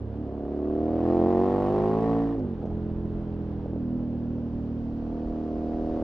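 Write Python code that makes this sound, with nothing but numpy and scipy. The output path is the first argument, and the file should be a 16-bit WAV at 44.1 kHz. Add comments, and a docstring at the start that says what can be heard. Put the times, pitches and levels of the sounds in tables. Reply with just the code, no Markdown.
"""A 75-degree V-twin motorcycle heard from the rider's seat pulls hard, shifts up, coasts and picks up again.
Two unevenly spaced gas pulses a cycle ring modes of the silencer, tailpipe, headers, heat shield and airbox.
Shaped noise gives the gas rasp behind each pulse, the overrun sputter, tyre rush, wind and wall hiss.
Rung impulses pop in the exhaust near throttle changes; decaying noise bursts thud and click in the gearbox.
Brief resonant swells follow the gas pulses; low, soft thumps buffet the microphone."""
import sys
import numpy as np
from scipy import signal
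from scipy.fft import rfft, irfft, next_fast_len
from scipy.io import wavfile
from scipy.ndimage import uniform_filter1d

SR = 44100
rng = np.random.default_rng(int(sys.argv[2]) if len(sys.argv) > 2 else 0)


def master_out(mix):
    """Clip the mix to full scale and print it as 16-bit PCM to the path in sys.argv[1]."""
    frames = np.transpose(np.atleast_2d(mix))
    ceiling = np.clip(frames, -1, 1)
    pcm = np.round(ceiling * 32767).astype(np.int16)
    wavfile.write(sys.argv[1], SR, pcm)


N = 265923
TIME = np.arange(N) / SR
REAR_LAG_CYCLES = 285 / 720  # front cylinder's pulse to the rear one's
MIN_OPENING = 0.01  # keeps the logarithms finite
LEFT_RIGHT = np.array([[1], [-1]])

# engine speed, rocking on the drive chain at load changes: (time [s], four-stroke cycle rate [Hz])
ENGINE_SPEED = [(0.0, 34.96), (0.12, 35.22), (0.22, 37.82), (0.29, 33.82), (0.35, 36.2), (0.43, 35.28),
                (0.55, 36.31), (0.64, 36.72), (0.96, 40.4), (1.16, 44.23), (1.22, 43), (1.3, 45.8),
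                (1.37, 45.48), (1.46, 47.64), (1.66, 49.52), (1.73, 51.24), (1.79, 51.55), (2.0, 55.3),
                (2.06, 56.1), (2.33, 56.75), (2.46, 48.5), (2.6, 39.63), (2.65, 43.48), (2.69, 41.14),
                (2.76, 42.6), (3.2, 41.95), (3.62, 40.71), (3.69, 40.76), (3.8, 40.27), (3.96, 40.9),
                (4.04, 39.7), (4.9, 38.5), (5.5, 38.87), (5.8, 39.33), (6.03, 40.15)]


def undb(db):
    """Decibels to gain."""
    return 10 ** (np.asarray(db) / 20)


def curves(table):
    """Each column of a table, joined by straight lines in time."""
    s, *columns = np.transpose(table)
    return [np.interp(TIME, s, column) for column in columns]


def noise(colour):
    """Noise of rms 1 with the given spectrum, interpolated in dB over log frequency."""
    hz, db = np.transpose(colour)
    size = next_fast_len(N, True)
    bins_hz = np.maximum(np.fft.rfftfreq(size, 1 / SR), 1)
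    gain = undb(np.interp(np.log(bins_hz), np.log(hz), db))
    x = irfft(rfft(rng.standard_normal(size)) * gain, size)[:N]
    return x / x.std()


def walk(rate_hz):
    """Slow random curve with a spread near 1."""
    hold = int(SR / rate_hz)
    steps = np.repeat(rng.standard_normal(N // hold + 1), hold)
    smooth = uniform_filter1d(uniform_filter1d(steps, hold), hold)
    return 1.3 * smooth[:N]


def ring(x, hz, width_hz):
    """One resonance, gain 1 at its centre."""
    return signal.lfilter(*signal.iirpeak(hz, hz / width_hz, fs=SR), x)


def lowpass(x, hz, order):
    """Butterworth roll-off above hz."""
    return signal.sosfilt(signal.butter(order, hz, fs=SR, output="sos"), x)


def spread(colour, width, wide_hz):
    """Stereo noise: the bass is alike in both channels, the treble less so."""
    side = noise(colour)
    side = side - 0.85 * lowpass(side, wide_hz, order=1)
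    return noise(colour) + width * side * LEFT_RIGHT


def controls():
    """Throttle opening (0-1) and revs in octaves above cruising."""
    # rider's hand: wide open, shut for the upshift and bend, fed back in: (time [s], opening [0-1])
    hand = [(0.0, 0), (0.15, 0.27), (0.27, 0.28), (0.6, 0.41), (0.77, 0.54), (1.0, 0.69), (1.09, 0.8),
            (1.35, 0.85), (1.7, 0.91), (2.05, 0.89), (2.19, 0.82), (2.32, 0.66), (2.44, 0.01), (3.66, 0.01),
            (3.8, 0.04), (3.96, 0.118), (4.1, 0.08), (4.65, 0.04), (5.12, 0.34), (5.68, 0.45), (6.03, 0.55)]
    cruise_hz = 40
    throttle, = curves(hand)
    cycle_hz, = curves(ENGINE_SPEED)
    return np.clip(throttle, 0, 1), np.log2(cycle_hz / cruise_hz)


def unevenness():
    """Scatter of pulse size in dB, largest at barely open throttle where the mixture burns badly."""
    base_db, stumble_db = -0.11, 1.5
    stumble_opening, stumble_width = 0.024, 0.18
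    throttle, _ = controls()
    return base_db + stumble_db * np.exp(-((throttle - stumble_opening) / stumble_width) ** 2)


def clutch_unloading_db():
    """Drop of boom and hum as the clutch unloads the engine in mid-shift."""
    centre_s, half_s, drop_db = 2.526, 0.12, 2.5
    return drop_db * np.exp(-((TIME - centre_s) / half_s) ** 2)


def pulses(cycle, offset, scatter_db, burn):
    """One pulse per engine cycle, of unit area (in cycles) before uneven burning scales it."""
    marks = np.arange(int(cycle[-1]) + 1) + offset
    at = np.interp(marks[marks < cycle[-2]], cycle, np.arange(N))
    i = at.astype(int)
    area = undb(burn[:len(i)] * scatter_db[i]) / np.diff(cycle)[i]
    # share each pulse between its two neighbouring samples
    early = np.bincount(i, area * (1 - at + i), N)
    late = np.bincount(i + 1, area * (at - i), N)
    return early + late


def duct(modes, cycle, offset, drive_db, burns, edge_hz, turbulence):
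    """Both cylinders ring a duct; a short puff of turbulent flow trails each pulse."""
    scatter_db = unevenness()
    sources = []
    for lag, burn in zip((0, REAR_LAG_CYCLES), burns.T):
        kick = pulses(cycle, offset + lag, scatter_db, burn) * undb(drive_db)
        puff = lowpass(kick, 40, order=1) * rng.standard_normal(N)
        sources.append(kick + turbulence * puff)
    front, rear = sources
    rung = sum(ring(a * front + b * rear, hz, width_hz) for hz, width_hz, a, b in modes)
    return lowpass(rung, edge_hz, order=4)


def boom_drive():
    """Silencer drive in dB: rises with revs, falls with load, dips at half throttle."""
    coast_db, db_per_octave, half_throttle_dip_db, load_drop_db = -37, 24, 3, 5.5
    throttle, revs = controls()
    load_db = half_throttle_dip_db * np.sin(np.pi * throttle) + load_drop_db * throttle
    return coast_db + db_per_octave * revs - load_db - clutch_unloading_db()


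def drone_drive():
    """Tailpipe drive in dB: rises with throttle opening, falls with revs."""
    full_db, db_per_doubling, fall_db_per_octave = -26, 13.5, 24.5
    throttle, revs = controls()
    opening_octaves = np.log2(np.maximum(throttle, MIN_OPENING))
    return full_db + db_per_doubling * opening_octaves - fall_db_per_octave * revs


def bark_drive():
    """Header drive in dB: climbs with the throttle up to a full-bark opening."""
    full_db, full_opening, range_db = -26.5, 0.849, 61.5
    throttle, _ = controls()
    return full_db - range_db * np.maximum(1 - throttle / full_opening, 0)


def exhaust(cycle):
    """Blowdown rings headers, heat shield and tailpipe; the piston's push booms in the silencer later."""
    # duct resonances:
    # (centre [Hz], width [Hz], front-cylinder coupling [signed gain], rear-cylinder coupling [signed gain])
    silencer_modes = [(68.3, 25.3, 0.99, 0.63), (91.4, 109, -0.42, -0.172), (176.4, 54, 0.54, -0.15),
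                      (216.3, 44.4, -0.74, 0.87), (225.2, 37.5, 0.49, -1.214), (262.9, 25.3, -0.48, 0.067),
                      (397.6, 68.3, 0.62, 0.324), (405.8, 45.3, -0.73, -0.33), (456.3, 21, 0.081, 0.14),
                      (588, 25, 0.034, -0.039)]
    tailpipe_modes = [(68.5, 28, 0.31, -0.1), (120, 38, -0.34, 0.26), (242, 97, -0.21, 0.28),
                      (300.2, 49.6, -0.52, -0.83), (364.9, 35.2, -0.71, -1.1), (381, 37.5, 0.709, 0.28),
                      (525, 44, 0.25, -0.0023), (557.5, 8.7, 0.23, -0.3), (581.4, 45, -0.14, -0.15),
                      (708.3, 35, 0.29, 0.18), (846, 28, 0.012, 0.043), (1040, 110, -0.035, -0.009)]
    header_modes = [(124, 16, -0.3, -0.13), (187.6, 113, 0.51, 0.19), (215.6, 71.6, -0.74, -0.6),
                    (365, 27, -0.33, 0.26), (436, 56, -0.086, -0.24), (590, 282, -0.24, 0.0066),
                    (654, 97, -0.26, -0.25), (675.3, 218, 0.63, 0.43), (708, 131, -0.415, -0.34),
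                    (856, 35, -0.024, -0.027), (1000, 90, -0.028, -0.003), (1101, 94, 0.042, 0.032),
                    (1310, 207, -0.017, -0.001), (1930, 73, 0.0066, 0.042)]
    shield_modes = [(1124, 49, -.02, -.012), (1195, 64, -.011, -0.0018), (1306, 71, -.007, -.005),
                    (1460, 140, -.003, -.002), (1810, 45, -0.0042, -.004), (1880, 35, -.003, 0.0035)]
    boom_at, drone_at, bark_at = 0.22, 0.087, 0.097  # cycles
    bark_db = bark_drive()
    burns = rng.standard_normal((int(cycle[-1]) + 1, 2))  # each firing's luck, per cylinder
    boom = duct(silencer_modes, cycle, boom_at, boom_drive(), burns, edge_hz=1170, turbulence=0.71)
    drone = duct(tailpipe_modes, cycle, drone_at, drone_drive(), burns, edge_hz=860, turbulence=0.098)
    bark = duct(header_modes, cycle, bark_at, bark_db, burns, edge_hz=970, turbulence=0.35)
    buzz = duct(shield_modes, cycle, bark_at, bark_db, burns, edge_hz=2800, turbulence=0.1)
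    return boom + drone + bark + buzz


def airbox(cycle):
    """Pulses ring the airbox modes; the hum fades as the throttle opens wide."""
    # airbox resonances:
    # (centre [Hz], width [Hz], front-cylinder coupling [signed gain], rear-cylinder coupling [signed gain])
    airbox_modes = [(98, 28, 0.051, 0.91), (232.4, 18, -1.45, 0.8), (262.3, 18.2, 1.293, -1.4),
                    (333, 30, -0.36, -0.4), (346, 13, 0.38, -0.16), (560, 54, 0.11, 0.16)]
    base_db, db_per_octave, load_drop_db = -34.5, 23, 27.5
    half_gain_opening, draw_at_cycles = 0.076, 0.2204
    throttle, revs = controls()
    flow = np.maximum(throttle, MIN_OPENING)
    opening_db = 20 * np.log10(flow / (flow + half_gain_opening)) - load_drop_db * throttle
    hum_db = base_db + db_per_octave * revs + opening_db - clutch_unloading_db()
    burns = rng.standard_normal((int(cycle[-1]) + 1, 2))
    return duct(airbox_modes, cycle, draw_at_cycles, hum_db, burns, edge_hz=684, turbulence=0.3)


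def sputter():
    """With the throttle shut, stray charges burn late in the pipe in soft, irregular puffs."""
    # sputter spectrum: (frequency [Hz], density [dB per Hz])
    sputter_colour = [(250, -18), (450, 2), (850, -9), (1300, -16), (2200, -31), (3000, -29.5), (4200, -37),
                      (8000, -58.5)]
    level_db, scatter_db, stop_opening = -53.5, 1, 0.028
    throttle, _ = controls()
    puffs = undb(scatter_db * np.minimum(walk(90), 2))
    shut = np.exp(-(throttle / stop_opening) ** 2)
    return noise(sputter_colour) * puffs * undb(level_db) * shut


def rasp(cycle):
    """Gas hisses past each opening exhaust valve and decays within the cycle; the headers ring in it."""
    # gas spectrum: (frequency [Hz], density [dB per Hz])
    gas_colour = [(150, -21), (400, -12), (800, 3), (1150, 8), (1500, -7), (1830, -7.5), (2150, -13),
                  (3200, -20), (5000, -24), (7300, -35), (8600, -32.5), (10000, -42.5), (12000, -41.5),
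                  (14000, -56.5)]
    full_db, range_db, fall_db_per_octave = -42, 32.5, 5
    opens_at_cycles, decay_cycles, steady, rear_share = 0.1, 0.32, 0.12, 0.48
    whistle_hz, whistle_width_hz, whistle_db, whistle_db_per_octave = 1820, 90, -14, 38
    closing_lag_s = 0.042
    gate = steady
    for lag, share in ((0, 1), (REAR_LAG_CYCLES, rear_share)):
        age_cycles = (cycle - opens_at_cycles - lag) % 1
        gate = gate + share * np.exp(-age_cycles / decay_cycles)
    gate = lowpass(gate, 700, order=1)
    gate = gate / np.sqrt(np.mean(gate ** 2))
    throttle, revs = controls()
    # flow follows an opening throttle at once, a closing one late
    flow = np.maximum(throttle, lowpass(throttle, 1 / (2 * np.pi * closing_lag_s), order=1))
    level_db = full_db - range_db * (1 - flow) - fall_db_per_octave * revs
    gas = spread(gas_colour, width=0.55, wide_hz=1900) * gate * undb(level_db)
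    whistle = ring(gas, whistle_hz, whistle_width_hz)
    return gas + undb(whistle_db + whistle_db_per_octave * revs) * whistle


def wind():
    """Low-frequency noise whose level follows the wind and flutters in quick gusts."""
    # wind on the microphone: (time [s], level [dB])
    wind_levels = [(0, -57), (.6, -49.5), (1.5, -46), (2.5, -49), (3.05, -37.5), (3.6, -42), (4.35, -46.5),
                   (4.55, -44), (6.03, -40)]
    # wind spectrum: (frequency [Hz], density [dB per Hz])
    wind_colour = [(12, -12.5), (25, -6.5), (38, -1), (60, -5.5), (90, -11.5), (150, -34.5), (400, -50.5),
                   (1500, -81)]
    wind_db, = curves(wind_levels)
    return noise(wind_colour) * undb(wind_db + 0.6 * walk(16))


def road(cycle):
    """Tyres and engine cases rush louder with road speed and load, throbbing with the crank."""
    # tyre and case spectrum: (frequency [Hz], density [dB per Hz])
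    road_colour = [(40, -12), (100, -6.5), (300, 3.5), (520, -1), (800, -6), (1180, -19.5), (1500, -21),
                   (2250, -31.5), (2950, -31), (3900, -38), (4900, -42), (6300, -47.5), (7500, -56.5),
                   (11000, -73)]
    coast_db, load_db, db_per_octave, flutter_db = -45.5, 11.5, 2, 0.5
    shift_s, gear_step = (2.32, 2.59), 1.37  # start and end; ratio between the gears
    throttle, revs = controls()
    gear_octaves = np.interp(TIME, shift_s, (np.log2(gear_step), 0))
    road_speed = revs - gear_octaves  # octaves above cruising
    road_db = coast_db + load_db * throttle ** 2 + db_per_octave * road_speed
    throb = 1 + 0.1 * np.cos(2 * np.pi * 2 * cycle)  # two crank turns a cycle
    rush = spread(road_colour, width=0.92, wide_hz=1700)
    return rush * throb * undb(road_db + flutter_db * walk(24))


def wall():
    """Thin hiss thrown back by a retaining wall, growing steadily as the bike nears it."""
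    # reflected hiss spectrum: (frequency [Hz], density [dB per Hz])
    hiss_colour = [(1500, -11.5), (2000, 0.5), (2800, 0), (4800, 2.5), (6500, -6), (9000, -24)]
    nearest_s, nearest_db, db_per_s = 7.45, -65.5, 5  # nearest point lies past the end
    level_db = nearest_db - db_per_s * np.abs(TIME - nearest_s)
    return spread(hiss_colour, width=0.7, wide_hz=1700) * undb(level_db)


def swells(cycle):
    """While the throttle moves, the gas pulses briefly pump up one low resonance."""
    # swells: (time [s], half length [s], centre [Hz], drive [dB])
    swell_table = [(0.088, 0.22, 94.665, -49), (0.192, 0.039, 300, -50.26), (1.162, 0.15, 356.111, -37),
                   (2.154, 0.16, 278, -35.5), (2.421, 0.019, 234, -46), (3.8, 0.053, 262, -42.5),
                   (3.938, 0.068, 240, -47.03)]
    width_hz, draw_at_cycles = 26, 0.297
    scatter_db = unevenness()
    burns = rng.standard_normal((2, int(cycle[-1]) + 1))
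    gulps = np.zeros(N)
    for lag, burn in zip((0, REAR_LAG_CYCLES), burns):
        gulps += pulses(cycle, draw_at_cycles + lag, scatter_db, burn)
    out = np.zeros(N)
    for s, half_s, hz, db in swell_table:
        envelope = undb(db) * np.exp(-((TIME - s) / half_s) ** 2)
        out += ring(gulps * envelope, hz, width_hz)
    return lowpass(out, 700, order=4)


def pops():
    """Unburnt fuel pops in the pipe: each impulse rings one damped resonance."""
    # exhaust pops: (time [s], peak level [dB], ring [Hz])
    pop_table = [(2.349, -32, 700.7), (2.383, -27, 269.5), (2.401, -30, 485), (2.63, -29, 442.4),
                 (2.64, -23, 239.8), (2.653, -25.5, 487), (2.673, -26, 231), (3.658, -26.5, 510),
                 (3.697, -34, 472), (3.733, -26, 320), (3.76, -28, 470.3), (3.777, -31, 273.6)]
    width_hz, length_s = 110, 0.05
    out = np.zeros(N)
    for s, db, hz in pop_table:
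        impulse = signal.unit_impulse(N, int(s * SR))[:int((s + length_s) * SR)]
        pop = lowpass(ring(impulse, hz, width_hz), 740, order=5)
        out[:len(pop)] += undb(db) * pop / np.abs(pop).max()
    return out


def gearbox():
    """Gear dogs part and meet: one noise burst drives a faint click and a louder, dull case thud."""
    # gear-dog clicks: (time [s], peak level [dB])
    click_table = [(2.392, -61), (2.62, -68), (2.657, -61), (2.705, -68)]
    decay_s, case_hz, case_width_hz, thud_db = 0.01, 620, 300, -36
    age_s = TIME[:SR // 20]
    out = np.zeros(N)
    for s, db in click_table:
        rattle = rng.standard_normal(len(age_s)) * np.exp(-age_s / decay_s)
        click = lowpass(ring(rattle, 3600, 4500), 7000, order=4)
        thud = lowpass(ring(rattle, case_hz, case_width_hz), 850, order=4)
        knock = undb(db) * click / np.abs(click).max() + undb(thud_db) * thud / np.abs(thud).max()
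        out[int(s * SR):][:len(age_s)] += knock
    return out


def buffets():
    """An eddy off the windscreen hits the microphone as a soft, low thump."""
    # single buffets: (time [s], peak level [dB])
    buffet_table = [(2.72, -31), (2.82, -33), (2.955, -31), (3.14, -33), (4.549, -29.5), (4.925, -34),
                    (5.255, -32.5)]
    centre_hz, width_hz, rise_s = 48, 30, 0.011
    age_s = TIME[:SR // 5]
    out = np.zeros(N)
    for s, db in buffet_table:
        eddy = lowpass(ring(rng.standard_normal(SR), centre_hz, width_hz), 67, order=4)
        eddy = eddy[-len(age_s):]  # filters have settled
        thump = eddy * age_s / rise_s * np.exp(-age_s / rise_s)
        out[int(s * SR):][:len(age_s)] += undb(db) * thump / np.abs(thump).max()
    return out


def scene():
    """Integrated engine speed times the pulses, rasp and crank throb; all layers mix in stereo."""
    cycle_hz, = curves(ENGINE_SPEED)
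    cycle = np.cumsum(cycle_hz) / SR
    pipe = exhaust(cycle) + airbox(cycle) + sputter() + swells(cycle) + pops() + gearbox()
    # the rider's body shades the sides differently: bass leans right, the middle range left
    bass = lowpass(pipe, 380, order=1)
    engine = pipe + (0.07 * pipe - 0.25 * bass) * LEFT_RIGHT
    air = (wind() + buffets() + road(cycle)) * undb(-0.6 * LEFT_RIGHT)
    return engine + rasp(cycle) + air + wall()


def record(dry):
    """An elliptic low-pass cuts the top; the last milliseconds fade."""
    top_hz, fade_s = 12600, 0.003
    fade = np.minimum((TIME[-1] - TIME) / fade_s, 1)
    return signal.sosfilt(signal.ellip(8, 0.2, 70, top_hz, fs=SR, output="sos"), dry * fade)


dry = scene()
out = record(dry)
master_out(out)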